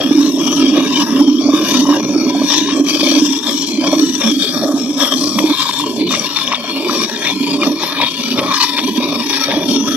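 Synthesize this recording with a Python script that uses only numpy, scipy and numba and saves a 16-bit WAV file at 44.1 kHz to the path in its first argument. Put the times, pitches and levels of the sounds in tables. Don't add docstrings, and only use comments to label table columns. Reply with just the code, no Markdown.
import sys
import numpy as np
from scipy import signal
from scipy.fft import rfft, irfft
from scipy.io import wavfile
from scipy.ndimage import uniform_filter1d
from numba import njit

SR = 44100
rng = np.random.default_rng(int(sys.argv[2]) if len(sys.argv) > 2 else 0)


def transcribe(u):
    v = np.clip(np.atleast_2d(u).T, -1, 1)
    q = np.round(v * 32767).astype(np.int16)
    wavfile.write(sys.argv[1], SR, q)


N = 439236
STEP = 20


def from_db(db):
    return 10 ** (np.asarray(db) / 20)


def rms_one(x):
    return x / np.sqrt(np.mean(x ** 2) + 1e-20)


def at_hz(points, hz):
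    points = np.array(points)
    return np.interp(np.log(hz), np.log(points[:, 0]), points[:, 1])


def over_time(points):
    return np.interp(np.arange(N) / SR, *np.transpose(points))


def drift(rate_hz):
    r = np.exp(-2 * np.pi * rate_hz * STEP / SR)
    noise = rng.standard_normal(N // STEP + 4002)
    slow = signal.lfilter([1], [1, -2 * r, r * r], noise)[4000:]
    return np.interp(np.arange(N) / STEP, np.arange(len(slow)), rms_one(slow - slow.mean()))


def resonance(x, hz, width_hz):
    r = np.exp(-np.pi * width_hz / SR)
    feedback = [1, -2 * r * np.cos(2 * np.pi * hz / SR), r * r]
    return signal.lfilter([(1 - r * r) / 2, 0, (r * r - 1) / 2], feedback, x)


# frequency in Hz, left over right in dB.
MICROPHONE_SHADE = [(60, 0), (100, -1), (220, -4.5), (600, -0.5), (1100, 3.5), (1550, -4), (2000, 5),
                    (2700, 0), (3450, 15), (4050, 7), (5050, 8), (5650, 22), (6800, 11), (11500, 14),
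                    (15000, 7)]


def shaded(hz):
    return from_db(at_hz(MICROPHONE_SHADE, hz) * np.array([[.5], [-.5]]))


# frequency in Hz, relative level in dB per Hz.
YARD_SPECTRUM = [(12, -46), (43, -25), (90, -4), (120, -30), (200, -120)]
YARD_DB = -63


def yard():
    middle, side = rng.standard_normal((2, N))
    white = middle + 0.083 * side * [[1], [-1]]
    hz = np.maximum(np.fft.rfftfreq(N, 1 / SR), 1)
    rumble = irfft(rfft(white) * from_db(at_hz(YARD_SPECTRUM, hz)), N)
    return from_db(YARD_DB) * rms_one(rumble)


# start in seconds, peak level in dB before shade and low cut, pitch in Hz.
BUBBLE_GULPS = [(0.109, -0.5, 290), (0.188, -26, 283), (0.374, -20, 616), (0.523, -9, 308),
                (0.636, -13, 294), (0.784, -4, 298), (1.03, -9, 240), (1.191, -16, 570), (1.274, -10, 275),
                (1.41, -20, 646), (1.488, -9.5, 633), (1.535, -0.5, 300), (1.888, -13, 567),
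                (1.901, -6.5, 298), (1.961, -16, 316), (1.993, -19, 570), (2.159, -4.5, 318),
                (2.264, -7, 251), (2.348, -14, 706), (2.415, -14, 606), (2.796, -3, 294), (2.957, -17, 579),
                (3.029, -5, 307), (3.073, -13, 576), (3.03, -11, 590), (3.109, -12, 276), (3.12, -15, 584),
                (3.218, -4, 286), (3.838, -12, 615), (3.93, -6, 607), (4.623, -13, 615), (4.659, -14, 615),
                (4.69, -12, 600), (4.738, -5, 275), (5.034, -13, 590), (5.269, -8, 292), (5.439, -3, 310),
                (6.64, -21, 689), (6.905, -19, 303), (7.404, -8, 259), (7.601, -25, 610), (8.029, -16, 530),
                (8.383, -14, 549), (8.414, -12, 556), (8.977, -6.5, 245), (9.002, -16, 552),
                (9.484, -15, 568), (9.568, -8.5, 297), (9.885, -24, 567)]
GULP_RISE, GULP_FALL = 0.27, 4
GULP_CUT_HZ = 170


def gulps():
    length = 6000
    out, t = np.zeros((2, N + length)), np.arange(length) / SR
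    for start_s, peak_db, hz in BUBBLE_GULPS:
        cycles = t * hz
        swell = (1 - np.exp(-cycles / GULP_RISE)) ** 2
        ring = swell * np.exp(-cycles / GULP_FALL) * np.sin(2 * np.pi * cycles)
        i = round(start_s * SR)
        out[:, i:i + length] += from_db(peak_db) * shaded(hz) * ring / ring.max()
    low_cut = signal.butter(4, GULP_CUT_HZ, "high", fs=SR, output="sos")
    return signal.sosfilt(low_cut, out[:, :N] + 1e-18)


# start in seconds, level of the whole slug in dB,
# pitch in Hz, relative level of its spatter in dB, length in seconds.
MILK_SLUGS = [(0.661, -2.5, 3220, -24, 0.011), (0.768, -6, 3470, 1.5, 0.0074),
              (1.379, -10, 3260, -18, 0.016), (1.491, -8.5, 1120, -21, 0.015),
              (1.528, -5, 1090, -19, 0.0094), (1.853, -2, 1010, -26, 0.0057), (1.886, -1, 1016, -26, 0.014),
              (1.925, -1, 1120, -13, 0.0073), (2.264, -12, 1030, -14, 0.0087),
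              (2.416, -8, 1110, -9, 0.0093), (2.684, -3, 1020, -1, 0.0092), (2.864, -11, 2330, -12, 0.0093),
              (3.489, -9, 3370, -2, 0.0087), (3.936, -6, 1110, -6, 0.0065), (4.213, -5.5, 3580, -1, 0.008),
              (5.001, -3.5, 3460, -5, 0.0069), (5.03, -4.5, 1100, -5, 0.013),
              (5.385, 2.5, 1090, 0.5, 0.0051), (5.65, -2, 1066, -24, 0.016), (5.689, -1, 1003, -8, 0.013),
              (5.796, -4, 1070, -7, 0.0098), (5.836, -5, 1030, -21, 0.0095), (6.088, -5.5, 3730, -19, 0.01),
              (6.107, -2.5, 1150, -4, 0.0058), (6.136, -1, 1170, 2.5, 0.007),
              (6.195, -3, 5730, -11, 0.0043), (6.359, -1.5, 3600, 1, 0.011), (6.476, 6, 3250, -17, 0.0023),
              (6.516, 0, 1050, 1.5, 0.0071), (6.533, 4.5, 1070, -20, 0.0053), (6.544, 0, 3540, 1, 0.0052),
              (6.894, 3.5, 1200, -17, 0.0067), (7.247, -8, 1950, 4, 0.011), (7.268, 2.5, 2330, -5, 0.0039),
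              (7.28, -7, 2440, -3, 0.009), (7.438, -9, 2410, -25, 0.013), (7.615, -1, 2410, -17, 0.019),
              (7.631, 2, 1160, -3, 0.0057), (7.832, -1.5, 920, -4.5, 0.0087), (8, 2, 1000, -10, 0.0057),
              (8.011, 0, 3760, 2.5, 0.0048), (8.036, -3.5, 3320, 0.5, 0.0068), (8.374, -5, 3600, 4, 0.014),
              (8.44, -15, 1130, -11, 0.0073), (8.466, -6, 1040, -15, 0.0048), (8.775, 0, 2400, 3.5, 0.0077),
              (9.022, -7, 1000, -4, 0.0059), (9.328, -1, 3660, -4, 0.0077), (9.497, -7.5, 3460, 5, 0.0089)]
# frequency in Hz, width in Hz, relative level in dB.
SPATTER_MODES = [(1150, 200, -6.5), (1780, 460, -8), (2200, 540, -2.5), (3660, 440, -3), (4300, 260, -8),
                 (5400, 430, -8)]
SPATTER_FADE = 1.1
SPATTER_DROPS_DB = 8.5
PLOP_DB = -10


def spatter_bursts(t):
    uneven = np.repeat(rng.standard_normal((len(MILK_SLUGS), 30)), 50, axis=1)
    noise = rng.standard_normal((len(MILK_SLUGS), len(t))) * from_db(SPATTER_DROPS_DB * uneven)
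    length_s = np.array(MILK_SLUGS)[:, 4:]
    noise = t / length_s * np.exp(1 - SPATTER_FADE * t / length_s) * noise
    noise = noise * np.sqrt(length_s * SR / np.sum(noise ** 2, axis=1, keepdims=True))
    return sum((-1) ** k * from_db(level_db) * resonance(noise, hz, width_hz)
               for k, (hz, width_hz, level_db) in enumerate(SPATTER_MODES))


def slugs():
    out, t = np.zeros((2, N)), np.arange(1500) / SR
    for (start_s, level_db, hz, splash_db, length_s), burst in zip(MILK_SLUGS, spatter_bursts(t)):
        hump = np.sin(np.pi * np.minimum(t / length_s, 1)) ** 2
        plop = from_db(PLOP_DB) * shaded(hz) * hump * np.sin(2 * np.pi * hz * t)
        splash = from_db(splash_db + np.array([[1.5], [-5.0]])) * burst
        i = round(start_s * SR)
        out[:, i:i + len(t)] += (from_db(level_db) * (plop + splash))[:, :N - i]
    return out


@njit
def wandering(x, twice_cos, r):
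    y = np.zeros_like(x)
    for c in range(x.shape[0]):
        for i in range(2, x.shape[1]):
            fresh = (1 - r * r) / 2 * (x[c, i] - x[c, i - 2])
            y[c, i] = fresh + r * twice_cos[i] * y[c, i - 1] - r * r * y[c, i - 2]
    return y


# frequency in Hz, likeness from 0 to 1.
SIDE_LIKENESS = [(60, .9), (300, .99), (600, .96), (1200, .8), (2400, .7), (5000, .6), (10000, .25)]
WANDER, WANDER_RATE_HZ = 0.015, 4
SKIRT = 5.65


def pot(drive, modes, patchy_db, patch_rate_hz, favoured_hz=None, focus_db=0):
    out, power = 0, 0
    detune = 1 + WANDER * drift(WANDER_RATE_HZ)
    for k, (hz, width_hz, level_db) in enumerate(modes):
        twice_cos = 2 * np.cos(2 * np.pi * hz * detune / SR)
        narrow = wandering(drive, twice_cos, np.exp(-np.pi * width_hz / SR))
        left, other = resonance(narrow, hz, SKIRT * width_hz)
        alike = np.clip(at_hz(SIDE_LIKENESS, hz), 0, 1)
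        right = alike * left + np.sqrt(1 - alike ** 2) * other
        gain_db = level_db + patchy_db * drift(patch_rate_hz)
        if favoured_hz is not None:
            gain_db = gain_db - focus_db * np.minimum(10 * abs(np.log2(hz / favoured_hz)), 3)
        gain, shade = from_db(gain_db), shaded(hz)
        out = out + (-1) ** k * gain * shade * [left, right]
        power = power + gain ** 2 * width_hz * shade.sum() ** 2
    return out / np.sqrt(power)


def band(x, low_hz, high_hz):
    x = signal.sosfilt(signal.butter(4, [low_hz, high_hz], "band", fs=SR, output="sos"), x)
    return x / np.sqrt(np.mean(x.mean(0) ** 2))


# start in seconds, middle level in dB of churn, belly, throat, neck, shoulder, lip, cheek, mouth,
# flare, rim, fizz and spray, start-to-end change in dB of belly, throat, splash and hiss, surge at the start in dB,
# favoured belly, neck and mouth pitch in Hz, mouth glide from first to second half in Hz, favoured rim pitch in Hz.
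STRETCHES = [(0.0, -36, -14, -29, -32.5, -38.5, -34.5, -38.0, -27.5, -37, -28.5, -45, -42.5, 2.5, -14, -6.5, 2, 8, 295, 1100.0, 3450, 450.0, 5570),
             (0.2, -36, -14, -36.0, -36.5, -42.0, -45, -36.5, -28, -40.5, -27.5, -41, -42, -5, 3.0, -19, -8, -4, 288, 1030, 3820.0, -460.0, 5650),
             (0.4, -31, -14, -32.5, -30, -43.0, -36.0, -28.5, -28.0, -36, -23.5, -39, -40.5, -2.5, -4, -1.5, 2, 20, 290, 1160.0, 3140, 30.0, 5790.0),
             (0.61, -35.5, -12.0, -34.0, -34.5, -42, -32, -32, -27.5, -30.5, -28, -43, -46, -6, 8.0, -3, 1, 3, 293, 1140, 3180, -60.0, 5460.0),
             (0.74, -33, -12.5, -28.5, -28.5, -37, -30.5, -31, -27.5, -36.5, -33.5, -50, -44.0, -2.5, -19, -5, 1, 5, 308, 1100, 3530.0, 140.0, 5900),
             (0.87, -31.5, -15, -31.5, -24.5, -33.5, -32, -22, -21.5, -29.5, -24.5, -37, -41.0, -1, -8, 7, 4, -6, 284, 1046, 3800, 110.0, 5550),
             (1.04, -35.0, -12.5, -32.5, -26.5, -33.5, -42, -32, -31, -39.0, -28, -44, -40.5, 6, 4, 5, 2, -5, 290, 1064, 3300, -510.0, 5400),
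             (1.23, -40, -11.5, -40, -36, -50.5, -44.5, -45, -29.5, -38, -31.5, -50.0, -49, -3, -11, -3, 3, -19, 282, 1115, 3100, -30.0, 5600),
             (1.41, -32.0, -11, -29, -36, -60, -40, -49.5, -40, -31.5, -32, -55, -52, 3, 6.5, -5, 0, 2, 283, 1070, 3460, 350.0, 5800.0),
             (1.51, -34, -17.5, -28, -26.5, -38, -32, -37, -26.5, -34, -28.5, -43, -41, 13, 16, -3, 2, -2, 300, 1095, 3500, 50.0, 5760),
             (1.64, -35.5, -14, -28.5, -28.5, -32, -29, -26.5, -21, -27, -25, -39, -36.5, 7, 7, 1, 1.5, -2, 288, 1044, 3800, 10.0, 5830),
             (1.82, -32, -14.5, -29, -25.5, -34.0, -41, -33, -29, -37, -27.5, -41, -42, 2, 13, 12, 5, -14, 293, 1040.0, 3870.0, 300.0, 5600),
             (1.98, -32, -14, -33, -35.5, -47, -37.5, -48, -37.5, -38, -31, -50.0, -49, -1, -1, -1, 7, 8, 296, 1045, 3470, 100.0, 5900),
             (2.16, -33, -14, -30.5, -34.5, -51, -35.5, -47.5, -38, -30.5, -29.5, -56, -47.5, 2, 1.0, -1, -2.0, 11, 307, 1030.0, 3620, -100.0, 5830),
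             (2.29, -36, -14.5, -31.5, -31, -41.0, -36, -44, -31.5, -32, -32, -46, -45, 1, 1, 3, 10, 7, 292, 1020, 3430, 90.0, 5800),
             (2.47, -40, -17.5, -35, -29.0, -32.5, -32.5, -29, -20.5, -31, -23, -41, -42.5, 6.5, -14, -6.5, -11, -11, 286, 1000, 3770, 70.0, 5750),
             (2.73, -41, -14, -31, -36.0, -44, -39, -45, -35.5, -40, -33, -39, -47.5, 2, -10, -11, -8, 2, 287, 1070, 3100, -40.0, 5600),
             (2.86, -41, -15.0, -32, -32.5, -40.5, -27.5, -42, -25, -24.5, -25.5, -37, -39, 2, 12, 3.5, 2.5, 0.3, 287, 1090, 3320, 90.0, 5800),
             (3.2, -45.5, -19, -45, -35, -39.5, -39.5, -39, -27.5, -37, -26, -35.5, -42.5, -6.0, -12.5, -8, -10, -4, 280, 990, 3490, -30.0, 5700),
             (3.44, -40, -18.5, -34, -30.5, -35.5, -39, -43, -22, -35.0, -27, -33, -38.0, 10, 4.5, -3, 1.0, 12, 266, 1030.0, 3450, -150.0, 5250),
             (3.54, -42, -19.5, -47, -37.5, -48, -37.5, -35.5, -26.5, -29.5, -24.5, -35.5, -43, -8, 10, 1, -5, 4, 283, 1010, 3320.0, -290.0, 6000),
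             (3.68, -43, -16.5, -34, -42, -55, -33.5, -49, -32.5, -29, -33.5, -40, -47.5, 7, -1, 1, -12, -1, 288, 1080, 3200, 20.0, 6200),
             (3.82, -32, -16, -26, -28, -40.0, -32.0, -46, -27.5, -29, -27.5, -39, -40, 5, 4, 1, 8, 10, 290, 1070, 3400, 310.0, 5800),
             (4.01, -37, -16.5, -44, -37.5, -39, -46, -35.5, -30, -33, -26.5, -37, -43, -10, 3, 1, 1.0, 0.3, 283, 1010, 3740, 0.0, 5650.0),
             (4.2, -39.5, -16, -27, -27, -31.5, -27.5, -34.5, -20, -41, -22, -35, -39, 10, 0.0, 3, 2, -0.5, 262, 1053, 3500, -160.0, 5600),
             (4.31, -41, -18, -35, -40, -41, -36, -42, -23, -27.5, -29, -37, -40, -2, -0.5, 4, -5, -2, 288, 1270, 3300, -30.0, 5650),
             (4.51, -32, -17, -27, -32.5, -39, -42.0, -57, -31, -28.5, -27, -41, -39.0, 10, 13, 1.5, -2, -7, 314, 1100, 3580, 140.0, 5740),
             (4.66, -44, -16, -28, -31, -45, -50.0, -55.0, -34.5, -39, -33.5, -39, -41.5, 2.0, 0, -6, -10, 0.3, 284, 1090, 3550.0, 30.0, 5850.0),
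             (4.77, -37.5, -18.5, -34, -38.5, -51, -40, -45, -34.5, -41, -29.0, -40, -46.5, 0, 4, -3, -3, -2, 280, 1100, 3400, 40.0, 5600),
             (4.98, -42.0, -22.5, -28.5, -26, -32, -41.5, -36, -18.5, -32, -23.5, -36, -33.5, -1, -6, -2, -5, 10, 284, 1134, 3280, -100.0, 5600),
             (5.16, -33, -17.5, -31.5, -33, -42, -39.5, -55, -29.5, -26.5, -25, -37.5, -39, -6, -9, -5, -7, -14, 286, 1065, 3480, 50.0, 5600),
             (5.37, -36, -16.0, -29.5, -27, -40, -30, -47, -26.5, -28.5, -30.5, -36.5, -39.0, -1, -12, 10, -6, 7, 300, 1000, 3440.0, 110.0, 5750),
             (5.55, -38, -30.5, -38.5, -26.5, -36, -34, -37, -20.5, -29, -27, -33.5, -37.5, 6, 1.0, -4, 0, -2, 274, 1010, 3600, 30.0, 5160),
             (5.83, -36, -20.5, -34.5, -33.5, -47.5, -41.5, -39, -32.5, -33, -33, -41, -43.0, -2.5, 12, -3, 5, 11, 328, 1010, 3200, 20.0, 5300),
             (5.98, -30, -16.5, -37, -39, -54.0, -33, -35, -31.5, -27, -44, -50.5, -50.0, -5, -16, -7, -16, -2, 310, 1030.0, 3660.0, -170.0, 5800.0),
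             (6.08, -31, -24, -29, -30.5, -37, -29, -33.5, -24.5, -28, -25.5, -35, -39, -3.5, -5, -8, -1, -4, 295, 1140, 3610.0, 20.0, 5800),
             (6.23, -40.5, -31.5, -39, -29.0, -35, -32.5, -30.5, -22, -28, -27.0, -42.5, -40.5, -4, 3, 7, 6, 2, 285, 1040, 3570.0, -110.0, 5430),
             (6.45, -36, -30.5, -28.5, -28.5, -29, -31, -28, -27, -37, -30.0, -45, -46, -3.0, -2, 2.5, -6, -11, 273, 1026, 3540, 130.0, 5600.0),
             (6.57, -40.5, -29.5, -35.5, -31, -38, -33.5, -35, -30.5, -32.5, -34.5, -48, -46.5, 13, -2, 3, -2, -8, 302, 1030, 3220.0, 190.0, 5630),
             (6.72, -44, -20.5, -30, -32.0, -43, -30.5, -31, -31, -30, -36.5, -47.0, -43.0, 5, -6, -6, -3, -14, 322, 1015, 3550, 90.0, 5280.0),
             (6.88, -38, -19, -31.5, -25.5, -34.5, -28.5, -35.5, -24, -25, -23.5, -40.5, -38.5, -3.5, -8, 1, 0.0, 14, 335, 1080, 3700, 20.0, 5580),
             (7.06, -44, -24.5, -36, -36, -34, -37.5, -45.0, -32, -37, -32, -48.0, -45, 7, 1, 0.0, -1, -9, 356, 960, 3520, -20.0, 5700),
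             (7.24, -34, -28.5, -35.0, -30.0, -30, -29, -34.5, -22, -33.5, -33, -43.5, -41, -3.5, 3, -6, -2, 8, 293, 1010, 3470, -240.0, 5700),
             (7.33, -33.5, -21, -41.5, -32.5, -40, -30.5, -38.0, -32, -28, -34, -41.5, -42, 5, 16, 7, 2, -2, 274, 980, 3140, -180.0, 5130),
             (7.57, -34, -18.5, -24.5, -26, -42, -31, -33, -30.5, -31.5, -33, -42, -43.5, -4, 4, 15, 10, -11, 316, 1130, 3430.0, 50.0, 5400.0),
             (7.66, -37, -19.5, -33, -32, -36.5, -35, -46, -31, -32, -31.0, -49.5, -43, -18, -13, 3, -7, 8, 306, 1026, 3660, 160.0, 5370),
             (7.81, -39.5, -27, -35, -26, -29.5, -31, -40, -24.5, -27.5, -29, -51, -39.5, -2.5, -1, -0.5, -9, -4, 326, 950.0, 3600, 150.0, 5300),
             (7.97, -34, -26.5, -30, -24, -25.5, -24.5, -35, -20.5, -28, -37, -47, -42.5, -4, -1.0, 7, 0, 3, 280, 1010, 3500, -50.0, 5350.0),
             (8.07, -39, -24.5, -38.5, -35.0, -40.5, -32.0, -31, -25.5, -29.5, -32.5, -44, -43, 16, 12, 4, 1, 0.3, 264, 1044, 3530, 290.0, 5650.0),
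             (8.36, -30.5, -21, -29, -23, -34.0, -33, -40, -28.0, -35, -31.5, -52, -43.5, -7.0, -7.5, 8, -2, -3, 285, 1050, 3630, 130.0, 5250),
             (8.53, -41, -29.0, -47, -21, -27.5, -27.5, -30, -19, -24, -21, -40, -37.5, -1.0, -5.0, 5, -4, 12, 280, 1010, 3940, 220.0, 5200),
             (8.64, -45.0, -27, -42, -26.5, -29, -29.5, -38, -24, -27, -26.5, -43, -38.5, 9, 27, -1.5, -7, -3, 300, 967, 3570, -60.0, 5250),
             (8.81, -37, -19.5, -35.5, -31, -40, -34.0, -34, -28, -33, -34.5, -44.5, -41.0, -8, 1.0, 1, 4, 11, 281, 1030, 3330.0, 20.0, 5790.0),
             (9.0, -35.5, -20, -28.0, -29, -39.5, -28.5, -34, -27, -30, -30, -48.5, -43.5, -6, -1, -4, 6, 1, 297, 1070, 3630, 10.0, 5380.0),
             (9.22, -43.5, -25, -41, -30.0, -29.5, -28.5, -34, -25, -28.5, -25, -44.5, -39, -13, 7, 4.5, 2, 17, 293, 944, 3600, -40.0, 5440),
             (9.47, -31, -22, -25.5, -29, -31, -31.5, -39, -25.5, -36, -32, -57.5, -43.5, 5.0, -9, -9, -3, -1, 310, 935, 3430, -170.0, 5500),
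             (9.65, -35.0, -15, -30, -32, -42, -37, -34.0, -23.5, -26, -24, -40, -38.5, 6, -14, 4, 2.0, 3, 283, 960.0, 3200, 120.0, 5660.0),
             (9.76, -39, -16.5, -38, -33.0, -44, -44.5, -36.5, -33, -40, -26.5, -53, -47, -6, 4, -8, 0.5, -5, 269, 994, 3350, -0.0, 5700),
             (9.87, -34, -16.5, -29.5, -27, -34, -35, -35, -25.5, -33, -24.5, -53, -35, 0.5, -3, -6, -3, 8, 282, 1180.0, 3440, 0.0, 5800)]
EASE_S, SURGE_S = 0.053, 0.0053
THROAT_SURGE, LIP_SURGE, MOUTH_SURGE = 0.47, 0.39, 0.17
FLICKER_DB, LOW_FLICKER_DB = 0.8, 1.5
FLICKER_RATE_HZ = 6.0
NECK_FOLLOWS = 0.87
CHURN_FOLLOWS_BELLY = 0.26


def levels_and_pitches():
    start, *columns = np.transpose(STRETCHES)
    t = np.arange(0, N, STEP) / SR
    row = np.maximum(np.searchsorted(start, t, "right") - 1, 0)
    length = np.diff(start, append=N / SR)
    through = (t - start[row]) / length[row] - .5
    (churn, belly, throat, neck, shoulder, lip, cheek, mouth, flare, rim, fizz, spray,
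     belly_change, throat_change, splash_change, hiss_change, _,
     belly_hz, neck_hz, mouth_hz, glide_hz, rim_hz) = (c[row] for c in columns)
    surge = columns[16] @ np.exp(-.5 * ((t - start[:, None]) / SURGE_S) ** 2)
    flicker = FLICKER_DB * drift(FLICKER_RATE_HZ)[::STEP]
    low_flicker = LOW_FLICKER_DB * drift(FLICKER_RATE_HZ)[::STEP]
    splash = splash_change * through + flicker
    hiss = hiss_change * through + flicker
    boom = belly_change * through
    levels = [churn + CHURN_FOLLOWS_BELLY * boom,
              belly + boom,
              throat + throat_change * through + THROAT_SURGE * surge + low_flicker,
              neck + NECK_FOLLOWS * splash + surge,
              shoulder + splash + surge,
              lip + splash + LIP_SURGE * surge,
              cheek + splash + LIP_SURGE * surge,
              mouth + splash + MOUTH_SURGE * surge,
              flare + splash,
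              rim + hiss, fizz + hiss, spray + hiss]
    pitches = [belly_hz, neck_hz, mouth_hz + 2 * glide_hz * through, rim_hz]
    eased = uniform_filter1d(np.array(levels + pitches), max(int(EASE_S * SR / STEP), 1), axis=1)
    eased = [np.interp(np.arange(N) / SR, t, c) for c in eased]
    return eased[:12], eased[12:]


# frequency in Hz, width in Hz, relative level in dB.
CHURN_MODES = [(70, 160, -28), (122, 113, -8), (189.4, 32, -1.5)]
BELLY_MODES = [(226.7, 30.3, 1.5), (245, 29.8, 2), (282.3, 29, 6), (330.5, 77, -6), (377, 67, -3)]
UPPER_BELLY_MODES = [(392, 72, 0)]
THROAT_MODES = [(573.3, 76, 27), (684, 435, 3)]
NECK_MODES = [(932, 114, -4.5), (991.5, 39, 2.5), (1073, 89, -5), (1216, 180, -1.5), (1308, 74, 6.5)]
SHOULDER_MODES = [(1646, 113, 0), (2048, 180, 0)]
LIP_MODES = [(2354, 166, 9.5), (2600, 140, 6.5)]
CHEEK_MODES = [(2500, 420, 1), (2816, 76, 0.3), (2956, 96, 0.55)]
MOUTH_MODES = [(3077, 46, 2.1), (3224, 95, 2.8), (3390, 61, 1.3), (3537, 88, 0.67), (3710, 120, 1),
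               (3860, 230, 0.78), (3905, 320, 2.4)]
FLARE_MODES = [(4170, 140, -1), (4370, 120, 2), (4540, 170, 0), (4814, 78, -2)]
RIM_MODES = [(4920, 160, 1), (5190, 38, 4.5), (5370, 90, 0), (5656, 68, -3.5), (5825, 85, -2),
             (6110, 89, -3.5), (6800, 240, -6)]
FIZZ_MODES = [(6560, 670, -7.5), (7460, 170, -5.5), (8240, 430, -3)]
SPRAY_MODES = [(8680, 530, 0.5), (9650, 620, 0), (10440, 320, 1), (10740, 1100, -5), (11830, 1400, 4.5),
               (13330, 230, 0.5), (14000, 620, -15), (15300, 480, -3)]
# time in seconds, pitch in Hz.
SHOULDER_CLIMB = [(5.9, 1825), (6.7, 2030)]
# time in seconds, level relative to
# the belly in dB.
UPPER_BELLY_LEVEL = [(5.4, -19), (5.9, -9.5), (7.4, -11), (8.0, -12)]
DROPS_PER_S, DROP_DB, DROP_SPREAD_DB = 300, 6, 2.5


def jets():
    levels_db, (belly_hz, neck_hz, mouth_hz, rim_hz) = levels_and_pitches()
    churn, belly, throat, neck, shoulder, lip, cheek, mouth, flare, rim, fizz, spray = from_db(levels_db)
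    shoulder_hz = over_time(SHOULDER_CLIMB)
    upper_belly = belly * from_db(over_time(UPPER_BELLY_LEVEL))
    clumps, drops = drift(38.0), drift(202.0)

    def torn(clump_db, drop_db):
        return rng.standard_normal((2, N)) * from_db(clump_db * clumps + drop_db * drops)

    drop_size_db = DROP_DB + DROP_SPREAD_DB * np.minimum(rng.exponential(1, N), 3)
    single = (rng.random(N) < DROPS_PER_S / SR) * from_db(drop_size_db)
    gurgle = torn(2.3, 2.5)
    splash = torn(1.88, 2.18) * (1 + single)
    rim_splash = torn(2.07, 2.43) * (1 + 0.37 * single)
    mist = rng.standard_normal((2, N)) * from_db(1.0 * clumps + 1.9 * drift(41.0) + 0.86 * drops)
    return (churn * band(pot(torn(1.2, 0.72), CHURN_MODES, 1.8, 2.1), 41, 270)
            + belly * band(pot(torn(0.35, 0.57), BELLY_MODES, 5.8, 7.1, belly_hz, 4.3), 144, 395)
            + upper_belly * band(pot(gurgle, UPPER_BELLY_MODES, 0, 5.0), 353, 465.6)
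            + throat * band(pot(gurgle, THROAT_MODES, 6.6, 13.4), 405, 954)
            + neck * band(pot(gurgle, NECK_MODES, 6.0, 4.3, neck_hz, 6.7), 767, 1440)
            + shoulder * band(pot(splash, SHOULDER_MODES, 4.5, 5.8, shoulder_hz, 3.4), 1270, 1910)
            + lip * band(pot(splash, LIP_MODES, 6.8, 10.4), 1790, 2530)
            + cheek * band(pot(splash, CHEEK_MODES, 9.8, 7.6), 2630, 3330)
            + mouth * band(pot(splash, MOUTH_MODES, 3.5, 5.5, mouth_hz, 4.8), 3060, 4730)
            + flare * band(pot(splash, FLARE_MODES, 5.4, 3.7), 3880, 5100)
            + rim * band(pot(rim_splash, RIM_MODES, 3.2, 5.3, rim_hz, 4.3), 4820, 7700)
            + fizz * band(pot(torn(2.4, 0.91), FIZZ_MODES, 2.5, 1.0), 6330, 7920)
            + spray * band(pot(mist, SPRAY_MODES, 4.0, 9.0), 8200, 16000))


LEFT_LAG = 3


def scene():
    left, right = yard() + gulps() + slugs() + jets()
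    return np.array([np.roll(left, LEFT_LAG), right])


CUTOFF_HZ = 15700


def record(dry):
    rounded = 1.02 * dry / (1 + np.abs(dry) ** 6) ** (1 / 6)
    return signal.sosfilt(signal.cheby2(16, 70, CUTOFF_HZ, fs=SR, output="sos"), rounded)


dry = scene()
out = record(dry)
transcribe(out)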